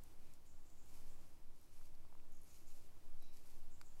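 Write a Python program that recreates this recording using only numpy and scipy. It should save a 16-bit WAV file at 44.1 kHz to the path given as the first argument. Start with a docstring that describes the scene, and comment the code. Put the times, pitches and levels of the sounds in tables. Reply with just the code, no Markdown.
"""Hand knitting close to the microphone, over steady room noise, a faint hum and a very deep rumble.
From the start, wool slides over needles and fingers in soft strokes and the fabric rustles. The needle
tips tick and scrape faintly, and a run of thin high squeaks follows. Near two seconds the needles knock
dully through the wool; then come quick ticks and more squeaks. After three seconds one needle scrapes
along the other, and the loudest tick falls between two last squeaks."""
import sys
import numpy as np
from scipy import signal
from scipy.fft import rfft, irfft
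from scipy.io import wavfile
from scipy.ndimage import uniform_filter1d

SR = 44100
rng = np.random.default_rng(int(sys.argv[2]) if len(sys.argv) > 2 else 0)


def store_wav(level_fs):
    """Save 16-bit WAV to argv[1]."""
    pcm = np.round(np.clip(np.atleast_2d(level_fs), -1, 1) * 32767)
    wavfile.write(sys.argv[1], SR, pcm.T.astype(np.int16))


N = 176400
TIME = np.arange(N) / SR
RING_TIME = TIME[:SR // 10]


def undb(db):
    """Amplitude ratio of a level in decibels."""
    return 10 ** (np.asarray(db) / 20)


def unit(x):
    """Normalisation to rms 1."""
    return x / (np.std(x) + 1e-18)


def noise():
    """Gaussian white noise."""
    return rng.standard_normal(N)


def colour(x, points):
    """Spectral shaping by (Hz, dB) points, returned at rms 1."""
    hz, db = np.array(points, float).T
    f = np.maximum(np.fft.rfftfreq(N, 1 / SR), 1)
    gain = undb(np.interp(np.log(f), np.log(hz), db))
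    return unit(irfft(rfft(x) * gain, N))


def resonate(x, hz, width_hz, stages=1):
    """Forced response of identical resonators in series, each with gain 1 at its centre."""
    f = np.maximum(np.fft.rfftfreq(N, 1 / SR), 1e-6)
    detuning = (f * f - hz * hz) / (f * width_hz)
    return irfft(rfft(x) / (1 + 1j * detuning) ** stages, N)


def drift(rate_hz):
    """Slow random modulation: noise smoothed twice, at rms 1."""
    span = int(SR / rate_hz)
    smoothed = uniform_filter1d(noise(), span, mode="wrap")
    return unit(uniform_filter1d(smoothed, span, mode="wrap"))


def gestures(rows):
    """Incoherent addition: the trapezoid envelopes of hand movements sum in power."""
    power = np.zeros(N)
    for start, rise, hold, release, db in rows:
        corners = start + np.cumsum([0, rise, hold, release])
        power += (undb(db) * np.interp(TIME, corners, [0, 1, 1, 0])) ** 2
    return np.sqrt(power)


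def slips(per_second=9000, spread_db=1.7):
    """Friction as shot noise: dense tiny slips of uneven size."""
    impulses = (rng.random(N) < per_second / SR) * noise()
    return impulses * undb(spread_db * np.minimum(rng.exponential(size=N), 4))


def ring(hz, t60):
    """Free vibration of a damped mode, falling 60 dB in t60 seconds."""
    return np.sin(2 * np.pi * hz * RING_TIME) * np.exp(-np.log(1000) * RING_TIME / t60)


def add(out, start, sound, peak_db):
    """Superposition of a sound at its start time and peak level."""
    i = int(start * SR)
    out[i:i + len(sound)] += (undb(peak_db) * sound / np.abs(sound).max())[:N - i]


# Spectrum of room noise and microphone hiss. Each row: frequency in Hz, relative density in dB.
ROOM_SPECTRUM = [(20, 5.5), (40, 0.5), (70, 0), (110, -4), (170, -11), (330, -12), (500, -17.5), (900, -18),
                 (1700, -26.5), (2500, -26.5), (3400, -29), (5000, -28.5), (7000, -30), (9000, -30.5),
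                 (12000, -30.5), (15500, -33.5)]
# Bands of the hum. Each row: centre in Hz, width in Hz, level in dB.
HUM_BANDS = [(316.7, 4, -87.5), (580.7, 2.5, -94)]
def room(air_db=-66.5, swell_db=1.1, rumble_db=-43.5):
    """Filtered noise: a broad band swells gently, narrow bands waver as hum and infrasonic rumble."""
    air = colour(noise(), ROOM_SPECTRUM) * undb(air_db + swell_db * drift(4.3))
    hum = sum(undb(db) * unit(resonate(noise(), hz, width)) for hz, width, db in HUM_BANDS)
    rumble = unit(resonate(noise(), hz=7.965, width_hz=5.1, stages=3))
    return air + hum + undb(rumble_db) * rumble


# Spectrum of the rustle. Each row: frequency in Hz, relative density in dB.
FABRIC_SPECTRUM = [(60, -3.5), (150, -3.5), (300, 5), (600, -6), (1500, -28), (4000, -42)]
# Finger movements. Each row: start, rise, hold and release in seconds, level in dB.
FABRIC_SHIFTS = [(.08, 0.049, 0.13, 0.094, -76.5), (1.04, 0.026, 0.041, 0.047, -79.5),
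                 (1.45, .05, 0.059, 0.14, -79.5), (2.1, 0.013, 0.31, .05, -82),
                 (2.72, 0.066, 0.053, .04, -76), (3.19, 0.026, 0.15, 0.13, -81),
                 (3.48, 0.025, 0.044, 0.19, -83.5)]
def fabric():
    """Friction in the knitted fabric gives a low rustle as the fingers shift it."""
    return colour(slips(), FABRIC_SPECTRUM) * gestures(FABRIC_SHIFTS)


# Spectrum of sliding wool. Each row: frequency in Hz, relative density in dB.
WOOL_SPECTRUM = [(300, -21.5), (900, -2), (1600, -10), (2400, 0.5), (3300, -5), (4800, 1), (7000, 0.5),
                 (9000, -1), (12200, 0.8), (14000, -5.5), (16000, -18.5)]
# Strokes of the yarn. Each row: start, rise, hold and release in seconds, level in dB.
WOOL_STROKES = [(0.0, 0.05, 0.053, 0.056, -78), (.17, 0.063, 0.11, 0.048, -79),
                (.44, 0.013, 0.011, 0.025, -78), (.83, 0.077, 0.047, 0.19, -73.5),
                (1.03, 0.038, 0.036, 0.04, -77.5), (1.16, 0.048, 0.047, 0.15, -78.5),
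                (1.47, 0.16, .03, 0.077, -80), (1.68, 0.052, 0.13, 0.056, -75.5),
                (2.36, .16, .03, 0.19, -73), (2.64, 0.071, 0.064, 0.16, -72),
                (3.15, 0.064, 0.013, 0.09, -79), (3.32, 0.02, 0.14, .26, -73), (3.93, 0.089, .03, .05, -74)]
def wool(flutter_db=1.75, flutter_hz=41):
    """Stick-slip friction: fibres catch and let go as the yarn is drawn, making a fluttering hiss."""
    slide = colour(slips(), WOOL_SPECTRUM) * gestures(WOOL_STROKES)
    return slide * undb(flutter_db * drift(flutter_hz))


# Thin high squeaks. Each row: start in seconds, seconds until decay begins, pitch in Hz, level in dB.
SQUEAK_RUNS = [(.455, 0.042, 7060, -76.5), (0.513, .03, 7200, -90), (0.644, .07, 7200, -78.5),
               (0.772, .05, 7100, -78), (0.86, 0.037, 7050, -83), (1.078, 0.028, 7300, -77),
               (2.312, 0.073, 6600, -79.5), (2.478, 0.062, 6780, -77), (2.658, 0.045, 6900, -76.5),
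               (3.704, 0.029, 7240, -75), (3.84, 0.036, 7180, -75)]
def squeaks(rise_s=0.015, decay_s=0.081):
    """Narrow-band noise is heard as a pitch; each squeak swells, holds and decays exponentially."""
    out = np.zeros(N)
    for start, length, hz, db in SQUEAK_RUNS:
        band = unit(resonate(noise(), hz, width_hz=1400, stages=2))
        swell = np.clip((TIME - start) / rise_s, 0, 1)
        decay = np.exp(-np.maximum(TIME - start - length, 0) / decay_s)
        out += undb(db) * band * swell * decay
    return out


# Resonances of the scrape. Each row: centre in Hz, width per stage in Hz, relative gain in dB.
SCRAPE_RESONANCES = [(2460, 820, -13.5), (3920, 155, -3), (5350, 1800, -15.5)]
# Slides of needle along needle. Each row: start, rise, hold and release in seconds,
# relative level in dB, tilt in dB per octave.
SCRAPE_MOVES = [(.18, .05, .1, .03, -9, -14), (3.205, .015, .02, .18, 0, 0)]
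def needle_scrapes(level_db=-75.5):
    """Forced vibration: friction between the needles drives three resonances."""
    bands = [(hz, undb(db) * resonate(slips(), hz, width, stages=2))
             for hz, width, db in SCRAPE_RESONANCES]
    out = np.zeros(N)
    for *move, tilt in SCRAPE_MOVES:
        tilted = sum(band * undb(tilt * np.log2(hz)) for hz, band in bands)
        out += unit(tilted) * gestures([move])
    return undb(level_db) * out


# Blows of a needle through the wool. Each row: start in seconds, peak level in dB, pitch in Hz.
CUSHIONED_BLOWS = [(1.798, -69, 1100), (1.813, -59, 1210), (2.051, -60, 1020), (2.126, -55.5, 930),
                   (2.152, -56, 1000), (2.2, -64, 2430), (2.99, -68, 900), (3.224, -60.5, 774)]
def needle_knocks(t60_s=0.007):
    """Cushioned impact: wool dulls the blow to a single, quickly damped mode."""
    out = np.zeros(N)
    for start, db, hz in CUSHIONED_BLOWS:
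        add(out, start, ring(hz, t60_s), db)
    return out


# Modes of a needle. Each row: frequency in Hz, relative gain in dB, 60 dB decay time in seconds.
NEEDLE_MODES = [(850, 2, 0.009), (1430, 1, 0.0087), (2370, -9, 0.0053), (4520, -3.5, 0.004),
                (5730, -4.5, 0.0049), (6800, -0.5, 0.0024), (8000, -3.5, 0.0038), (9540, -6.5, 0.0037),
                (11300, -2, 0.0019), (12500, -3.5, 0.004), (14300, -5, 0.003)]
# Impacts of the tips. Each row: start in seconds, peak level in dB, centre of the excited band in Hz,
# its spread in octaves.
TIP_IMPACTS = [(.0365, -47.5, 10400, 0.77), (.3368, -51.5, 7900, 0.57), (.701, -58.5, 7400, 1.2),
               (.8595, -62, 9000, 1), (1.614, -59, 13000, 0.33), (1.951, -63, 4660, 0.33),
               (2.321, -59, 10400, 0.33), (2.3495, -61, 10500, 0.44), (2.368, -61, 9900, 0.27),
               (2.417, -57, 10600, 0.19), (2.434, -57, 10500, 0.14), (2.443, -62, 10600, 0.14),
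               (3.2244, -54.5, 11800, 0.36), (3.3706, -52.5, 6360, 1.1), (3.8135, -46, 4760, 1.4)]
def needle_ticks(contact_s=0.00067, contact_db=-19, tail_s=0.0035, tail_db=-20):
    """Impact excitation: the tips meet in a brief rough contact that rings the needle's modes."""
    out = np.zeros(N)
    roughness = undb(contact_db) * np.exp(-RING_TIME / contact_s)
    roughness += undb(tail_db) * np.exp(-RING_TIME / tail_s)
    for start, peak_db, centre_hz, spread in TIP_IMPACTS:
        response = np.zeros(len(RING_TIME))
        for k, (hz, db, t60) in enumerate(NEEDLE_MODES):
            excitation = np.exp(-0.5 * (np.log2(hz / centre_hz) / spread) ** 2)
            response += (-1) ** k * undb(db) * excitation * ring(hz, t60)
        force = rng.standard_normal(len(RING_TIME)) * roughness
        force[0] = 1  # the blow itself, to which the roughness levels are relative
        add(out, start, signal.fftconvolve(response, force)[:len(RING_TIME)], peak_db)
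    return out


def scene():
    """Superposition of all sources at one close microphone."""
    knitting = wool() + fabric() + squeaks() + needle_ticks() + needle_knocks() + needle_scrapes()
    return (knitting + room())[None]


def record(dry, cutoff_hz=15700):
    """Band limiting: a steep zero-phase low-pass filter removes the highest treble."""
    return signal.sosfiltfilt(signal.ellip(8, 0.1, 60, cutoff_hz, fs=SR, output="sos"), dry)


dry = scene()
out = record(dry)
store_wav(out)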